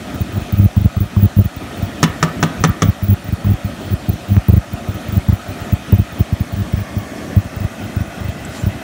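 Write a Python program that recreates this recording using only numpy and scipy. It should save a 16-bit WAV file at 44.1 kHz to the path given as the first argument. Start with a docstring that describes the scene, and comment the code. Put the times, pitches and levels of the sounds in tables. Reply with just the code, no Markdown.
"""A kitchen: thick sauce simmers on an induction hob under an extractor hood.
Surging coils leak into the microphone as low thuds, each led by a thin whistle; loud ones clip the input.
A wooden spoon knocks the pot rim five times: cracks of noise over ringing wood, rim and pot.
The background is shaped noise that dips after loud thuds, the rumble most.
At the end a steel spoon tinks on a second pot as damped modes and scrapes it as filtered noise."""
import sys
import numpy as np
from scipy import signal
from scipy.fft import rfft, irfft, next_fast_len
from scipy.io import wavfile
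from scipy.ndimage import uniform_filter1d, minimum_filter1d

SR = 44100
rng = np.random.default_rng(int(sys.argv[2]) if len(sys.argv) > 2 else 0)


def to_wav(s):
    """Save 16-bit WAV."""
    ch = np.atleast_2d(s).T  # columns
    pcm = np.round(np.clip(ch, -1, 1) * 32767)  # PCM
    wavfile.write(sys.argv[1], SR, pcm.astype(np.int16))


N = 389395  # length in samples

# Coil surges, snapped to mains half-waves.
# Each row: start in seconds, length in seconds, drive of the first thud in dB, drive of the last in dB.
COIL_SURGES = [(0.15, 0.02, -12.5, -14), (0.21, 0.02, -4, -4.5), (0.33, 0.06, -17, -4),
               (0.41, 0.02, -26, -11), (0.53, 0.02, -3.5, -1.0), (0.55, 0.06, -23, 5.5),
               (0.61, 0.06, -3, 4), (0.77, 0.02, 2, 2.5), (0.79, 0.02, -15, -16), (0.81, 0.02, -5, -3.5),
               (0.85, 0.02, 1.5, 5), (0.97, 0.02, -1.5, -5.5), (1.01, 0.04, -0.5, -9.5),
               (1.05, 0.02, -32, -15), (1.17, 0.06, 2.5, -10), (1.23, 0.04, 4.0, 1.0),
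               (1.37, 0.02, 1, -2.5), (1.39, 0.04, 6.5, -4.5), (1.45, 0.02, -8, -2.5),
               (1.57, 0.02, -13.5, -36), (1.63, 0.02, -41, -16.5), (1.77, 0.04, -22, -16),
               (1.83, 0.06, -3, -32), (2.01, 0.04, -26, -16), (2.07, 0.04, -35, -11), (2.21, 0.1, -17, -38),
               (2.41, 0.08, -15, -21), (2.61, 0.04, -5, -21), (2.65, 0.06, -37, 0), (2.83, 0.04, -6.5, -3),
               (2.87, 0.02, -30, -7), (2.89, 0.02, 3.5, -2.0), (3.03, 0.06, -4, -20),
               (3.09, 0.04, 0.5, 1.0), (3.13, 0.02, 2, -5), (3.25, 0.04, -17, -25), (3.29, 0.02, -9, -27),
               (3.33, 0.02, -1.5, -6.5), (3.45, 0.02, -5, -7), (3.47, 0.02, 0, -11), (3.49, 0.04, -1, 0),
               (3.53, 0.02, -21, -4.0), (3.65, 0.06, -5, -28.5), (3.81, 0.08, -34, -16.0),
               (3.91, 0.04, -10, -0.5), (4.09, 0.02, -2, 0.0), (4.11, 0.04, -29, -9),
               (4.29, 0.04, -13.5, 1.5), (4.33, 0.04, -3.5, -7.5), (4.37, 0.02, 4.0, 5),
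               (4.49, 0.02, 4.5, 6), (4.53, 0.02, 1, 6), (4.57, 0.02, 1, 4), (4.73, 0.02, -20, -7),
               (4.89, 0.04, -5, -22), (4.95, 0.02, -14, -16), (5.09, 0.02, -9, -17),
               (5.13, 0.04, -7.5, -14.0), (5.17, 0.02, 1.0, 1.5), (5.29, 0.02, 3, 2.0),
               (5.33, 0.04, 1.5, -24), (5.49, 0.04, -15, -17), (5.61, 0.02, -24, -11.5),
               (5.73, 0.02, 2, -0.5), (5.93, 0.04, 8.5, -5), (5.99, 0.02, -1.5, 3), (6.01, 0.02, -13, -7.0),
               (6.13, 0.02, -18, -25), (6.19, 0.02, -30, -5), (6.21, 0.02, 4, -14), (6.33, 0.02, 0.5, -7.5),
               (6.41, 0.02, -1.5, -9), (6.53, 0.02, -11, -6.5), (6.57, 0.06, -11.5, -5),
               (6.73, 0.02, -19, 0.5), (6.77, 0.02, -10, -6), (6.79, 0.04, -14, -10),
               (6.97, 0.08, -4, -32.5), (7.37, 0.02, 5.5, 3), (7.39, 0.04, -2.5, -30.0),
               (7.45, 0.02, -22.0, -12.0), (7.57, 0.02, -9.5, -20), (7.61, 0.04, -8.0, -17),
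               (7.65, 0.02, -2.0, -18), (7.81, 0.06, -21, -15), (7.97, 0.02, -2.5, -9),
               (8.01, 0.02, -4.5, -8.0), (8.07, 0.02, -31, -16.5), (8.21, 0.02, -13, -13),
               (8.25, 0.02, -11, -10), (8.29, 0.02, -6, -10), (8.41, 0.02, -22, -18),
               (8.49, 0.02, -18, -19), (8.61, 0.04, -39, -3), (8.67, 0.04, 0, -14)]
# Whistle level for a thud driven at 0 dB. Each row: time in seconds, level in dB.
WHISTLE_LEVEL = [(0, -26), (2.2, -26), (3, -21), (3.7, -27), (5.1, -24), (5.8, -22), (6.5, -29),
                 (8.83, -30)]
# Small ticks among the thuds. Each row: time in seconds, level in dB, pitch in Hz, fade (bell width) in seconds.
COIL_TICKS = [(.654, -31, 830, .0012), (.765, -27.5, 960, 0.0028), (.813, -31, 890, .0012),
              (.966, -25, 1180, 0.0023), (1.164, -20.5, 1070, 0.0022), (3.083, -34, 1740, 0.00072),
              (3.113, -26, 870, 0.0013), (3.445, -24, 1000, 0.0026), (4.366, -10, 1460, .00025),
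              (4.486, -23, 900, 0.0018), (5.29, -27, 900, 0.0034), (5.323, -26.5, 1450, .001),
              (5.922, -26.5, 960, 0.0037)]

# Wooden spoon on the rim. Each row: time in seconds, knock strength in dB, then trims in dB for the
# pot's boom, the ringing rim and the bounce, all relative to that strength.
SPOON_KNOCKS = [(2.029, 0.5, -10, -14, -5.5), (2.227, -0.5, -10.5, -13.5, -10), (2.427, -1, -10, -18, -8.5),
                (2.638, -1, -12.5, -14, -8), (2.82, -3, -11, -14, -10)]
# Colour of the knock's crack. Each row: frequency in Hz, relative density in dB per Hz.
CRACK_SPECTRUM = [(180, -19), (400, -1.5), (1000, -8), (1290, -7.5), (2470, -14.5), (3400, -12.5),
                  (4800, -23.5), (6350, -22.5), (9000, -29), (13000, -32.5), (15800, -41)]
# Modes of the full pot. Each row: frequency in Hz, relative level in dB, 60 dB decay in seconds.
POT_MODES = [(162.1, -0.6, .17), (221, -8, 0.15), (269, -1.5, 0.1), (304, -10, 0.08), (355, -10, 0.061),
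             (398, -9, 0.081), (503, -15, 0.11), (612, -17.5, 0.12), (830, -19, .07)]
# Modes of the wood. Each row: frequency in Hz, relative level in dB, 60 dB decay in seconds.
WOOD_MODES = [(1000, -7, .03), (1180, -1, .032), (1260, 1, .034), (1450, -7, .028), (1780, -4, .032),
              (1870, -4, .032), (2200, -8, .028), (3500, -13, .02)]
# Modes of the rim. Each row: frequency in Hz, relative level in dB, 60 dB decay in seconds.
RIM_MODES = [(5450, -1, .016), (5780, 1, .016), (6100, -1, .016), (6400, -3, .016), (6860, -4, .015),
             (7400, -7, .013)]

# Steel spoon contact. Each row: time in seconds, strength in dB, lead pitch in Hz.
STEEL_TINKS = [(8.4506, -25.5, 7940)]
# Steel spoon scraping. Each row: time in seconds, rasp level in dB, squeak level in dB.
STEEL_SCRAPE = [(8.46, -69, -78), (8.51, -45, -58), (8.57, -36, -52), (8.61, -45, -39), (8.66, -46, -85),
                (8.72, -82, -90)]

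# Simmer and hood before any dip. Each row: time in seconds, rush level in dB, rumble level in dB.
KITCHEN_LEVELS = [(0.0, -33.5, -28), (0.42, -32, -25), (0.69, -33.5, -27), (1.6, -32.5, -26.5),
                  (1.79, -31.5, -25), (2.16, -32, -26.5), (2.78, -33, -26), (2.9, -32.5, -29),
                  (3.1, -33, -26.5), (3.98, -32.5, -25.5), (4.77, -32.5, -26.5), (4.97, -32, -25),
                  (5.65, -31.5, -26.5), (6.03, -32, -25.5), (7.21, -32, -27), (7.35, -32.5, -27),
                  (8.58, -32.5, -27.5), (8.83, -31.5, -23.5)]
# Colour of the hood rumble. Each row: frequency in Hz, relative density in dB per Hz.
RUMBLE_SPECTRUM = [(30, -22), (60, -2.5), (130, -4.5), (220, 0), (290, -2.5), (400, -10.5), (520, -15.5),
                   (800, -56)]
# Colour of the pots' rush before the lifts. Each row: frequency in Hz, relative density in dB per Hz.
RUSH_SPECTRUM = [(280, -53), (480, -11), (560, -3.5), (780, -6.5), (1020, -10.5), (1500, -9.5),
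                 (2200, -12.5), (3500, -14.5), (4800, -22.5), (6000, -57)]
# Colour of the fizzing bubbles. Each row: frequency in Hz, relative density in dB per Hz.
SIZZLE_SPECTRUM = [(3500, -42), (5000, -2), (6000, -1.4), (8000, -5.5), (9800, -6), (10500, -11.5),
                   (12000, -9), (14500, -14), (15900, -12)]
# Air in and around the pots lifts the rush; one list for each of three places along the hob.
# Each row: centre in Hz, width in Hz, lift in dB.
PLACE_LIFTS = [
    [(604, 110, 4.5), (710, 90, 7), (1263, 114, 7.5), (1440, 110, 2.5), (1870, 180, 4), (2510, 140, 5.5),
     (3100, 81, 4), (3710, 130, 2), (4350, 230, 4.5)],
    [(640, 260, 10), (1140, 160, 9), (1765, 220, 8), (2180, 100, 7), (2460, 130, 5), (2900, 150, 1),
     (3200, 120, 4), (4400, 200, 6.5)],
    [(675, 350, 7.5), (1226, 120, 6.5), (1468, 150, 10), (1990, 250, 9.5), (2600, 180, 10), (3190, 120, 6),
     (3800, 200, 4), (4200, 200, 5)],
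]
# The microphone moves along the hob. Each row: time in seconds, place from 0 to 2.
MIC_PATH = [(0, 0.0059), (6.1, 0.034), (6.9, 1), (7.3, 1.13), (7.8, 1.8), (8.83, 1.74)]
# Decay of the room. Each row: frequency in Hz, 60 dB decay in seconds.
ROOM_DECAY = [(200, .3), (2000, 0.58), (5000, .12), (10000, .09)]

MAINS_HZ, MAINS_PHASE_S = 50.0075, 0.0002
WHISTLE_HZ = 15450  # centre pitch, scattered from blip to blip
WHISTLE_FOLLOWS, SECOND_HALF_DB = 0.57, 0.5  # dB per thud dB; lift on every second half-wave of a surge
SIZZLE_DB = -11.5  # relative to the rush
DIP_FROM_DB, DIP_HOLD_S, DIP_RECOVER_S = -1.5, 0.14, 0.18  # soft threshold, peak hold, fade time constant
# dB lost per dB over: at once in the rumble, at once in rush and sizzle, slowly in all
RUMBLE_DIP, RUSH_DIP, SLOW_DIP = 0.77, 0.13, 0.14
TOP_HZ, EDGE_HZ = 15800, 120  # upper band limit and the width of its slope


def hob(lead_s=0.0034):
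    """Each mains half-wave of a surge leaks one hump of field, led by one whistle blip."""
    thuds, whistle = np.zeros(N), np.zeros(N)
    t = np.arange(-SR // 80, SR // 80) / SR
    # the field sags while the coil whistles
    hump = 1.15 * bell(t + 0.00021, 0.0028, 0.0015) - 0.69 * bell(t + 0.0031, 0.0012, 0.0012)
    chance = rng.standard_normal((len(COIL_SURGES), 12, 5))
    level_db, = curves(WHISTLE_LEVEL)
    for (s, length, first_db, last_db), draws in zip(COIL_SURGES, chance):
        start = round(2 * MAINS_HZ * s)
        count = round(2 * MAINS_HZ * length)
        for k, db in enumerate(np.linspace(first_db, last_db, count)):
            size, pitch, turn, ripple, twist = draws[k]
            at = MAINS_PHASE_S + (start + k) / (2 * MAINS_HZ) + t[0]

            # a faint random wobble makes no two humps alike
            wobble_hz = 275 * np.exp(0.16 * ripple)
            wobble = np.sin(2 * np.pi * wobble_hz * t + 9 * twist)
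            uneven = amp(-21.5) * bell(t + 0.0022, 0.0017, 0.0036) * wobble
            add(thuds, at, amp(db) * (hump + uneven))

            tone = np.sin(2 * np.pi * (WHISTLE_HZ + 140 * pitch) * t + 9 * turn)
            whistle_db = level_db[round(s * SR)] + WHISTLE_FOLLOWS * db + SECOND_HALF_DB * (k % 2)
            blip = amp(whistle_db + 3.8 * size) * bell(t, 0.0017, 0.0011) * tone
            add(whistle, at - lead_s, blip)
    for s, db, hz, fade_s in COIL_TICKS:
        tick = amp(db) * bell(t, 0.000098, fade_s) * np.cos(2 * np.pi * hz * t)
        add(thuds, s + t[0] + 0.001, tick)
    return thuds + whistle


def wooden_spoon(bounce_s=0.0075, lag_s=0.0006):
    """Each knock cracks, rings wood, rim and full pot, and bounces once as a second crack of noise."""
    out, t = np.zeros(N), np.arange(SR // 3) / SR
    for s, db, boom_db, rim_db, bounce_db in SPOON_KNOCKS:
        for delay, size_db in ((0, db - 11), (bounce_s, db + bounce_db)):
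            colour = lambda f: amp(along(CRACK_SPECTRUM, f))
            crack = unit(filtered(rng.standard_normal(len(t)), colour)) * amp(-60 * t / 0.043)
            add(out, s + lag_s + delay, amp(size_db) * crack)
        # the heavy pot starts slowly, the wood sooner and the rim soonest
        boom = amp(boom_db + 7) * (1 - np.exp(-t / 0.002)) * ring(POT_MODES, t, scatter_db=2.3)
        wood = amp(-5) * (1 - np.exp(-t / 0.001)) * ring(WOOD_MODES, t, scatter_db=2)
        rim = amp(rim_db + 6.5) * (1 - np.exp(-t / 0.00051)) * ring(RIM_MODES, t, scatter_db=3)
        add(out, s + lag_s, amp(db) * (boom + wood + rim))
    return out


def steel_spoon():
    """Contact rings three short modes; scraping is a broad rasp of noise with a narrow squeak."""
    rasp_db, squeak_db = curves(STEEL_SCRAPE)
    rasp = unit(filtered(rng.standard_normal(N), lambda f: 1 / (1 + ((f - 4000) / 4500) ** 2)))
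    squeak = unit(filtered(rng.standard_normal(N), lambda f: 1 / (1 + ((f - 7300) / 90) ** 2)))
    out = amp(rasp_db) * rasp + amp(squeak_db) * squeak
    t = np.arange(SR // 10) / SR
    for s, db, hz in STEEL_TINKS:
        modes = [(hz, db - 0.5, 0.025), (0.95 * hz, db - 6, 0.025), (1.62 * hz, db - 19, 0.02)]
        add(out, s, ring(modes, t, scatter_db=0))
    return out


def simmer(coils):
    """Hood rumble, rush of the pots and fizz of tiny bubbles, as noise that dips after loud thuds."""
    rush_db, rumble_db = curves(KITCHEN_LEVELS)
    held_db, slow_db = dip(coils)
    place, = curves(MIC_PATH)
    rush = np.zeros(N)
    for k, lifts in enumerate(PLACE_LIFTS):
        nearness = np.sqrt(np.clip(1 - np.abs(place - k), 0, 1))  # equal-power crossfade
        rush += nearness * noise(RUSH_SPECTRUM, 1.5, lifts)
    sizzle = amp(SIZZLE_DB) * noise(SIZZLE_SPECTRUM, patchy_db=1.6)
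    rumble = amp(rumble_db - RUMBLE_DIP * held_db) * noise(RUMBLE_SPECTRUM, patchy_db=1.5)
    pots = amp(rush_db - RUSH_DIP * held_db) * (rush + sizzle)
    return amp(-SLOW_DIP * slow_db) * (rumble + pots)


def dip(loud):
    """Softly counted dB over the threshold: recent peaks held a moment, and remembered with a slow fade."""
    hold = round(DIP_HOLD_S * SR)
    peak = -minimum_filter1d(-np.abs(loud), hold, origin=(hold - 1) // 2)
    held = uniform_filter1d(20 * np.log10(1 + peak / amp(DIP_FROM_DB)), SR // 40)
    fade = 1 / (DIP_RECOVER_S * SR)
    return held, signal.lfilter([fade], [1, fade - 1], held)


def room(x):
    """Echo through a fresh noise tail in which each frequency dies at its own speed."""
    hz, t, z = signal.stft(rng.standard_normal(SR // 2), SR, nperseg=256)
    decay = amp(-60 * t / along(ROOM_DECAY, hz)[:, None])
    tail = signal.istft(z * decay, SR, nperseg=256)[1]
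    delayed = np.pad(x, (300, 0))  # samples before the echo begins
    return signal.fftconvolve(delayed, tail / np.linalg.norm(tail))[:N]


def noise(spectrum, patchy_db, lifts=()):
    """Noise of rms 1 with patches of random gain and resonant lifts."""
    z = signal.stft(rng.standard_normal(N + 512), nperseg=512)[2]
    patches = uniform_filter1d(rng.standard_normal(z.shape), 6, 0)  # smooth across frequency
    patches = uniform_filter1d(patches, 8, 1)  # then across time
    x = signal.istft(z * amp(patchy_db * unit(patches)), nperseg=512)[1][:N]
    lift = lambda f: sum(db / (1 + (2 * (f - hz) / width) ** 2) for hz, width, db in lifts)
    return unit(filtered(x, lambda f: amp(along(spectrum, f) + lift(f))))


def ring(modes, t, scatter_db):
    """Sum of damped sine modes, each struck at a randomly scattered strength."""
    out = np.zeros(len(t))
    for hz, db, t60 in modes:
        out += amp(db + rng.normal(0, scatter_db) - 60 * t / t60) * np.sin(2 * np.pi * hz * t)
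    return out


def bell(t, rise, fall):
    """A smooth hump that peaks at t = 0, with Gaussian widths in seconds on either side."""
    return np.exp(-(t / np.where(t < 0, rise, fall)) ** 2 / 2)


def filtered(x, response):
    """x shaped by a gain for each frequency."""
    m = next_fast_len(len(x) + 8192)
    return irfft(rfft(x, m) * response(np.fft.rfftfreq(m, 1 / SR)), m)[:len(x)]


def along(points, hz):
    """Value at hz between (Hz, value) points on a log axis."""
    f, v = np.transpose(points)
    return np.interp(np.log(hz + 1), np.log(f + 1), v)


def curves(rows):
    """One value per sample for each column after the time."""
    s, *cols = np.transpose(rows)
    return [np.interp(np.arange(N) / SR, s, c) for c in cols]


def amp(db):
    """Gain of a level in dB."""
    return 10 ** (np.asarray(db) / 20)


def unit(x):
    """x at rms 1."""
    return x / np.sqrt(np.mean(x ** 2) + 1e-20)


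def add(track, s, sound):
    """Mixes a sound into the track at time s."""
    part = track[round(s * SR):][:len(sound)]
    part += sound[:len(part)]


def scene():
    """All sources at one microphone; the room answers each knock a little differently."""
    knocks, coils = wooden_spoon(), hob()
    latest = np.searchsorted([row[0] for row in SPOON_KNOCKS], np.arange(N) / SR)  # knocks begun so far
    echoes = sum(room(knocks * (latest == k + 1)) for k in range(len(SPOON_KNOCKS)))
    mix = coils + simmer(coils) + knocks + amp(-14) * echoes + steel_spoon()
    return mix[None]


def record(dry, low_hz=56, knee=25):
    """A steep bass cut turns each hump into a swing; the input clips; the treble is cut off at the top."""
    x = signal.sosfilt(signal.butter(N=4, Wn=low_hz, btype="high", fs=SR, output="sos"), dry[0])
    x = x / (1 + np.abs(x) ** knee) ** (1 / knee)  # a high knee clips almost squarely
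    return filtered(x, lambda f: np.clip(0.5 + (TOP_HZ - f) / EDGE_HZ, 0, 1) ** 2)[None]


dry = scene()
out = record(dry)
to_wav(out)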